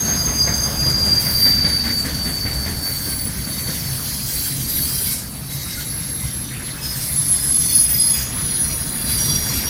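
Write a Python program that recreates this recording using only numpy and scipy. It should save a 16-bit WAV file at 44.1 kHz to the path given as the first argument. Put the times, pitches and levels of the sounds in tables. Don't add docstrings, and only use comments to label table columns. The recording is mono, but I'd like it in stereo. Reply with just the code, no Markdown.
import sys
import numpy as np
from scipy import signal
from scipy.fft import rfft, irfft, next_fast_len
from scipy.io import wavfile
from scipy.ndimage import uniform_filter1d

SR = 44100
rng = np.random.default_rng(int(sys.argv[2]) if len(sys.argv) > 2 else 0)


def dump_mix(stems):
    frames = np.atleast_2d(stems).T
    limited = np.clip(frames, -1, 1)
    pcm = np.round(limited * 32767).astype(np.int16)
    wavfile.write(sys.argv[1], SR, pcm)


N = 427329
TIME = np.arange(N) / SR
MACH, PASS_S = .0355, .83
RIGHT_LAG_S, FULL_LAG_S = .0005, .000478

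ABREAST_S = dict(a=-.3, b=1.3, c=1.43, d=3.15, e=4.7, f=6.2, g=7.87, h=9.35)


def from_db(db):
    return 10 ** (np.asarray(db) / 20)


def rms_one(x):
    return x / np.sqrt(np.mean(np.abs(x) ** 2) + 1e-20)


def in_time(rows):
    times_s, *columns = np.transpose(rows)
    return [np.interp(TIME, times_s, column) for column in columns]


def at_hz(points, hz):
    points_hz, values = np.transpose(points)
    return np.interp(np.log(hz), np.log(points_hz), values)


def drift(rate_hz, size=N):
    step, settle = 16, 3000
    pole = np.exp(-2 * np.pi * step * rate_hz / SR)
    white = rng.standard_normal(size // step + settle + 2)
    slow = signal.lfilter([1], [1, -2 * pole, pole * pole], white)[settle:]
    return np.interp(np.arange(size) / step, np.arange(len(slow)), rms_one(slow))


def coloured_noise(spectrum, flicker_db, lag_s=0):
    # f/Hz, correlation
    likeness = [(60, 0.98), (160, 0.98), (270, 0.86), (450, 0.76), (750, 0.24), (2000, 0.46), (5000, 0.045),
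                (15000, 0.17)]
    edges_hz = 18 * 2 ** (np.arange(31) / 3)
    white, out = rng.standard_normal((2, 2, N)), np.zeros((2, N))
    for k, (low, high) in enumerate(zip(edges_hz, edges_hz[1:])):
        hz = np.sqrt(low * high)
        if spectrum[0][0] <= hz <= spectrum[-1][0] * 2 ** (1 / 6):
            band = signal.butter(2, [low, high], "band", fs=SR, output="sos")
            mid, side = signal.sosfilt(band, white[k % 2])
            alike = np.clip(at_hz(likeness, hz), 0, 1)
            gain = from_db(at_hz(spectrum, hz) + flicker_db * drift(11.4))
            out += gain * (np.sqrt(1 + alike) * mid + np.sqrt(1 - alike) * side * [[1], [-1]])
    out[1] = np.roll(out[1], round(lag_s * SR))
    return rms_one(out)


def evened(x):
    return x / np.sqrt(uniform_filter1d(np.mean(x ** 2, axis=0), size=SR // 30) + 1e-9)


def narrow_ring(clock, hz, width_hz):
    phase, size = 2 * np.pi * hz * clock, len(clock)
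    cos, sin = np.cos(phase), np.sin(phase)
    channels = [drift(width_hz, size) * cos + drift(width_hz, size) * sin for _ in range(2)]
    return np.array(channels) / np.sqrt(2)


def stretch(start_s, end_s, fade_s):
    part = slice(max(int(start_s * SR), 0), min(int(end_s * SR), N))
    opening = (TIME[part] - start_s) / fade_s if start_s > 0 else 1
    closing = (end_s - TIME[part]) / fade_s if end_s < TIME[-1] - fade_s else 1
    return part, np.clip(np.minimum(opening, closing), 0, 1)


def held(start_s, end_s, attack_s, release_s):
    attack = 1 - np.exp(-np.maximum(TIME - start_s, 0) / attack_s)
    return attack * np.exp(-np.maximum(TIME - end_s, 0) / release_s)


def shudder(start_s, rise_s, decay_s):
    envelope = held(start_s, start_s, rise_s, decay_s)
    return envelope / envelope.max()


def doppler_clock(t, abreast_s):
    return t - MACH * np.hypot(t - abreast_s, PASS_S)


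def nearness(t, abreast_s, reach_s):
    return reach_s / np.hypot(t - abreast_s, reach_s)


def rolling():
    # t/s, wagon rumble/dB, wheel roar/dB, rail ring/dB
    levels = [(0, -23, -34.5, -32.5), (0.7, -24.5, -32.5, -36), (1.25, -24, -35.5, -33.5),
              (1.8, -26, -39, -33.5), (2.7, -26.5, -37.5, -39), (3.3, -29.5, -42.5, -38),
              (3.75, -28, -39.5, -36), (4.2, -31.5, -42.5, -36), (4.8, -27, -41, -37.5),
              (5.4, -32, -43, -39.5), (6.3, -30, -44, -36.5), (6.8, -31, -41.5, -33),
              (7.9, -29.5, -41, -36), (8.3, -28.5, -40, -28), (8.8, -29, -40, -32), (9.25, -24.5, -37, -31),
              (9.69, -25, -38.5, -27)]
    # f/Hz, density/dB
    rumble_spectrum = [(20, -22), (31, -2), (45, -18), (63, 5), (80, -2), (100, 0), (135, -1.5),
                       (170, -2.5), (210, -3.5), (260, -5), (320, -13), (420, -19)]
    roar_spectrum = [(200, -30), (340, -6), (600, -0.5), (800, -2.5), (1000, -3), (1250, -3.5),
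                     (1800, -5.5)]
    rail_spectrum = [(900, 0), (1400, -4), (1700, 2), (2100, -1.5), (2700, -3), (3400, -2.5), (4600, -4.5),
                     (7000, -7), (12000, -23)]
    rumble_db, roar_db, rail_db = uniform_filter1d(np.array(in_time(levels)), size=SR // 5)
    rumble = coloured_noise(rumble_spectrum, flicker_db=2.5)
    roar = coloured_noise(roar_spectrum, flicker_db=1.5, lag_s=0.7 * RIGHT_LAG_S)
    rail = coloured_noise(rail_spectrum, flicker_db=4.0, lag_s=RIGHT_LAG_S)
    return (from_db(rumble_db - 1.5) * rumble + from_db(roar_db + 1.5) * roar
            + from_db(rail_db - 1.7) * rail)


def containers(drum_hz=137, drum_db=-34.5, boom_half_s=0.06):
    # peak t/s, level/dB
    booms = [(.88, -25), (1.13, -26.5), (3.9, -24), (4.22, -28), (4.54, -27), (4.95, -30), (5.5, -27),
             (5.85, -35), (6.26, -24), (7.0, -26.5), (7.2, -26), (8.45, -33), (9.3, -24.5)]
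    power = from_db(drum_db) ** 2
    for peak_s, level_db in booms:
        power = power + from_db(level_db) ** 2 * np.exp(-((TIME - peak_s) / boom_half_s) ** 2)
    return np.sqrt(power) * narrow_ring(TIME, drum_hz, width_hz=17)[0]


def flat_spot(body_db=-1.0):
    # t/s, thud/dB, clang/dB
    blows = [(0.076, -25, -31), (.267, -25.5, -38), (0.466, -24.5, -30.5), (.663, -31, -38),
             (0.86, -23, -37), (1.059, -24, -33), (1.25, -28, -33), (1.45, -24.5, -30.5),
             (1.639, -21, -30.5), (1.84, -23.5, -29.5), (2.045, -25.5, -30.5), (2.252, -25.5, -32),
             (2.449, -26.5, -32), (2.655, -23.5, -34.5), (2.855, -35, -37), (3.06, -32, -44),
             (3.255, -29, -38), (3.46, -29, -40), (3.67, -29, -33)]
    # loudest t/s, level/dB, time to half amplitude/s
    knock_pass = (0.37, -31, 2.2)
    # f/Hz, density/dB
    thud_spectrum = [(30, -11), (62, 12), (100, 3.5), (180, 11.5), (250, 12), (380, -9.5), (700, -4.5),
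                     (1100, -27)]
    knock_spectrum = [(350, -3.5), (480, 3.5), (750, -2.5), (1000, -1), (1400, -3.5)]
    clang_spectrum = [(1100, -20), (1500, 0.5), (1850, 1), (2200, -2), (2700, -12), (3300, -6)]
    loudest_s, knock_db, reach_s = knock_pass
    thud, knock, clang = np.zeros((3, N))
    for start_s, thud_db, clang_db in blows:
        impact = shudder(start_s, rise_s=0.0064, decay_s=0.05)
        thud += from_db(thud_db + body_db) * impact
        knock += from_db(knock_db) * nearness(start_s, loudest_s, reach_s) ** 2 * impact
        clang += from_db(clang_db) * shudder(start_s, rise_s=0.0075, decay_s=0.087)
    return (thud * evened(coloured_noise(thud_spectrum, flicker_db=4.5, lag_s=RIGHT_LAG_S / 2))
            + knock * coloured_noise(knock_spectrum, flicker_db=0.5, lag_s=RIGHT_LAG_S / 2)
            + clang * coloured_noise(clang_spectrum, flicker_db=2.5, lag_s=RIGHT_LAG_S))


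def rubbing_levels(idle_grind_db=-41, idle_hiss_db=-40.5):
    # t/s, length/s, grinding/dB, hiss/dB
    rubs = [(0, 5.2, -36.5, -41), (0, 0.89, -56, -39), (1.19, 0.31, -35.5, -29), (2.81, 0.33, -47, -33.5),
            (3.49, 1.25, -36.5, -35.5), (4.243, 0.23, -32.5, -31), (4.683, 0.45, -31, -28),
            (5.495, 0.31, -34, -34.5), (5.801, 0.51, -38.5, -41), (6.821, 0.99, -33, -35.5),
            (6.963, 0.17, -64, -34), (7.587, 0.64, -32.5, -38), (7.705, 0.047, -39, -36),
            (8.343, 0.95, -37.5, -40), (9.058, 0.59, -31, -33)]
    grind, hiss = from_db(idle_grind_db) ** 2, from_db(idle_hiss_db) ** 2
    for start_s, length_s, grind_db, hiss_db in rubs:
        envelope = held(start_s, start_s + length_s, attack_s=0.0081, release_s=0.045)
        grind = grind + (from_db(grind_db) * envelope) ** 2
        hiss = hiss + (from_db(hiss_db) * envelope) ** 2
    return 10 * np.log10(grind), 10 * np.log10(hiss)


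def slip_pings(low_hz, high_hz, count, length_s, spread_db=3.0):
    out = np.zeros((2, N))
    for when, pitch, place, strength, lag_share in rng.random((count, 5)):
        start_s = when * (TIME[-1] + length_s) - length_s
        part = slice(max(int(start_s * SR), 0), min(int((start_s + length_s) * SR), N))
        t = TIME[part]
        hz = low_hz + (high_hz - low_hz) * pitch ** 0.82
        gain = from_db(spread_db * np.log(strength + 1e-3))
        swell = np.sin(np.pi * np.clip((t - start_s) / length_s, 0, 1))
        lag_s = lag_share * FULL_LAG_S * np.array([[0], [1]])
        clock = doppler_clock(t, abreast_s=start_s + 2 * (place - .5)) - lag_s
        out[:, part] += gain * swell * np.sin(2 * np.pi * hz * clock)
    return rms_one(out)


def ringing_wheels(grind_db, hiss_db, modes_db=-3.5, rough_db=-1.5, flare_db=4.0):
    # f/Hz, level/dB
    wheel_modes = [(1570, -7.5), (2080, -7.5), (3200, -13), (4150, -5.5), (4600, 5), (5700, -24),
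                   (6300, -3.5), (9300, -19), (10200, -1), (10900, 2.5), (11350, -5), (11900, -2),
                   (12400, -2), (13000, -11), (15200, -6)]
    # f/Hz, level/dB
    own_modes = dict( e=[(1560, -15.5), (2830, -25), (3200, -11.5), (4050, -3.5), (4500, -1), (4880, 0.5),
                 (5650, -9), (5900, -8), (6350, -11), (7400, -9), (8170, -8.5), (9100, -1.5), (9450, -7),
                 (10800, 7), (11600, 3), (15000, -9), (15550, -8)], f=[(1620, -8.5), (2080, -6), (3740, -6),
                 (4280, -3), (5120, -10), (5930, -10)], g=[(2080, -14), (3450, -5), (3700, -21),
                 (4400, 0.5), (5000, 0.5), (5750, -8.5), (6050, -4.5), (6700, -6.5), (8650, -3),
                 (8950, -7.5), (11950, 2), (12350, 1.5)], h=[(3400, -4), (4000, -2), (4250, -5.5),
                 (4680, 2.5), (4950, -5), (5750, -8), (6650, -7), (8150, -5), (8950, -4), (9250, -9),
                 (10550, 7), (11550, 2), (12450, 5.5), (13800, -4), (15300, -1)])
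    out = np.zeros((2, N))
    for wheel in "acdefgh":
        abreast_s = ABREAST_S[wheel]
        part, gate = stretch(abreast_s - 1.1, abreast_s + 0.97, fade_s=1.0)
        clock = doppler_clock(TIME[part], abreast_s)
        for hz, level_db in own_modes.get(wheel, wheel_modes):
            drive_db = (hiss_db if hz > 11400 else grind_db)[part]
            flare = rms_one(from_db(flare_db * np.clip(drift(6, len(clock)), -2, 1.5)))
            tone = narrow_ring(clock, hz, width_hz=18)
            rough = from_db(rough_db) * narrow_ring(clock, hz, width_hz=120)
            gain = from_db(drive_db + level_db + modes_db)
            out[:, part] += np.sqrt(gate) * flare * gain * rms_one(tone + rough)
    return out


def grinding_flanges(chatter_db=-0.54, pan_db=1.5):
    # f/Hz, density/dB
    scrape_spectrum = [(2000, -4.5), (2700, -6.5), (3300, -3.5), (4000, -8), (4700, 1.5), (5900, 2),
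                       (6900, -6), (7500, -7), (8200, -2), (9800, 2.5), (11000, 2), (13000, -33),
                       (16000, -30)]
    hiss_spectrum = [(7000, -59), (9500, -26), (10800, -3), (12000, 15), (13500, 28), (15000, 0),
                     (16000, -26)]
    grind_db, hiss_db = rubbing_levels()
    scrape = from_db(grind_db + 3.5) * coloured_noise(scrape_spectrum, flicker_db=3.5, lag_s=RIGHT_LAG_S)
    hiss = from_db(hiss_db) * coloured_noise(hiss_spectrum, flicker_db=1.5, lag_s=RIGHT_LAG_S)
    pings = from_db(grind_db - 3.0) * slip_pings(3700, 6900, count=900, length_s=.2)
    sparkle = from_db(hiss_db + 2.5) * slip_pings(8000, 15200, count=800, length_s=.3)
    wheels = ringing_wheels(grind_db, hiss_db)
    gain = from_db(chatter_db * drift(30) + pan_db * np.array([[.5], [-.5]]))
    return gain * (scrape + hiss + pings + sparkle + wheels)


def flutter(size):
    pressure = drift(6.5, size)
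    return np.clip(rms_one(pressure - uniform_filter1d(pressure, size=SR // 4)), -2.5, 1.3)


def squeal(t, abreast_s, hz, reflected_db, rasp_db=2.5, pan_db=4, aim_rad=.93):
    clock = doppler_clock(t, abreast_s)
    bearing_rad = np.arctan((t - abreast_s) / PASS_S)
    lag_s = FULL_LAG_S * np.sin(np.minimum(bearing_rad + aim_rad, np.pi / 2)) * [[0], [1]]
    pan = from_db(pan_db * np.sin(bearing_rad) * [[.5], [-.5]])
    direct = np.sqrt(2) * np.sin(2 * np.pi * hz * (clock - lag_s) + .3 * drift(8, len(t)))
    reflected = from_db(reflected_db) * narrow_ring(clock, hz, width_hz=30)
    rasp = from_db(rasp_db * np.clip(drift(70, len(t)), -3, 1.2))
    return pan * rms_one(rasp * (direct + reflected))


def lesser_squeals(flutter_db=1.3, beam_power=2.38, echo_db=-7.0):
    # t/s, length/s, wheel, f at rest/Hz, level abreast/dB
    squeals = [(0, .66, "a", 6516, -17.5), (.597, 2.1, "a", 6580, -20), (0, 1, "a", 13350, -37),
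               (1.3, .17, "b", 13950, -32), (1.652, .12, "c", 10740, -31), (2.86, 1.7, "d", 10350, -30),
               (3.177, .095, "d", 10300, -24), (3.15, .11, "d", 15200, -33), (4.693, .13, "e", 4080, -33),
               (4.693, .99, "g", 10600, -12.5), (4.799, .13, "e", 8220, -27), (4.98, .2, "e", 9230, -29),
               (4.959, .17, "e", 1577, -40), (5.06, .09, "e", 2240, -38), (5.484, .44, "e", 4010, -32),
               (5.756, .05, "f", 1420, -35), (5.95, .55, "g", 5750, -25), (6.56, .08, "f", 2630, -40),
               (6.77, .08, "f", 2640, -38), (6.811, .12, "g", 4960, -20), (7.35, .5, "g", 4975, -33),
               (7.934, .26, "g", 4990, -24.5), (5.5, 1.6, "g", 14520, -33), (7.6, .33, "g", 14440, -26),
               (7.9, .058, "g", 14500, -17), (8.02, .2, "g", 14500, -23), (8.102, .17, "g", 6760, -30),
               (8.382, .38, "h", 5700, -28), (9.18, .5, "h", 5735, -23.5), (9.067, .52, "g", 4840, -16),
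               (9.29, .23, "h", 3410, -37), (9.095, .27, "h", 11170, -27)]
    out = np.zeros((2, N))
    for start_s, length_s, wheel, hz, level_db in squeals:
        end_s = start_s + length_s
        part, gate = stretch(start_s, end_s + .25, fade_s=.005)
        t, abreast_s = TIME[part], ABREAST_S[wheel]
        envelope = gate * held(start_s, end_s, attack_s=0.0033, release_s=0.039)[part]
        beam = nearness(t, abreast_s, PASS_S) ** beam_power
        echoes = from_db(echo_db) * narrow_ring(doppler_clock(t, abreast_s), hz, width_hz=125)
        gain = from_db(level_db + flutter_db * flutter(len(t)))
        tone = squeal(t, abreast_s, hz, reflected_db=0.0)
        out[:, part] += envelope * beam * gain * rms_one(tone + echoes)
    return out


def loud_squeals(main_db=-.5, flutter_db=1.0, echo_db=-13.0, echo_follows=.55, echo_falloff=.9):
    # t/s, level/dB
    low_curve = [(0, -35), (.12, -34), (.2, -21), (.33, -33), (.42, -14.5), (.5, -22.5), (.66, -17),
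                 (.73, -22), (.83, -15), (1.05, -18.5), (1.16, -9.5), (1.35, -14), (1.52, -13), (1.66, -17),
                 (1.87, -22), (1.99, -17.5), (2.07, -29.5), (2.28, -23), (2.43, -22), (2.75, -30.5),
                 (2.85, -25), (3.22, -28.5), (3.35, -50), (3.56, -29), (3.76, -33.5), (4.3, -37.5),
                 (4.41, -28), (4.7, -55), (5.3, -43.5), (6.8, -45.5)]
    high_curve = [(5.5, -36), (5.85, -33), (5.95, -26.5), (6.3, -31), (6.38, -21), (6.5, -29.5), (6.7, -30),
                  (6.79, -41), (7.03, -29.5), (7.22, -14), (7.26, -13), (7.32, -11), (7.39, -25),
                  (7.52, -8), (7.64, -20.5), (7.69, -20), (7.74, -5), (7.95, -25), (8.0, -6.5),
                  (8.1, -12.5), (8.25, -31), (8.62, -17), (8.72, -27), (9.1, -25), (9.69, -42)]
    out = np.zeros((2, N))
    for wheel, hz, curve in ("c", 4697, low_curve), ("g", 10691, high_curve):
        part, gate = stretch(curve[0][0], curve[-1][0], fade_s=.04)
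        t, abreast_s = TIME[part], ABREAST_S[wheel]
        level_db = in_time(curve)[0][part]
        gain = from_db(level_db + main_db + flutter_db * flutter(len(t)))
        whistle = gain * squeal(t, abreast_s, hz, reflected_db=-7.0)
        wash_db = echo_db + echo_follows * uniform_filter1d(level_db, size=SR // 4)
        wash_gain = from_db(wash_db) * nearness(t, abreast_s, PASS_S) ** echo_falloff
        wash = wash_gain * narrow_ring(doppler_clock(t, abreast_s), hz, width_hz=160)
        out[:, part] += gate * (whistle + wash)
    return out


def scene():
    return rolling() + containers() + flat_spot() + grinding_flanges() + loud_squeals() + lesser_squeals()


def record(dry, ceiling=.95, cutoff_hz=16100):
    # f/Hz, left minus right/dB
    balance = [(60, 0), (99, 1), (160, 1.5), (270, -0.5), (450, 1), (740, 0), (1220, -2.5), (2010, -3.5),
               (3330, 4), (5500, 0.5), (9080, 0.5), (15000, -9)]
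    size = next_fast_len(N + SR // 10)
    hz = np.maximum(np.arange(size // 2 + 1) * SR / size, 1)
    response = from_db(at_hz(balance, hz) * np.array([[.5], [-.5]]))
    coloured = irfft(rfft(dry, size) * response, size)[:, :N]
    rounded = coloured / (1 + (coloured / ceiling) ** 8) ** (1 / 8)
    return signal.sosfilt(signal.ellip(12, .1, 90, cutoff_hz, fs=SR, output="sos"), rounded)


dry = scene()
out = record(dry)
dump_mix(out)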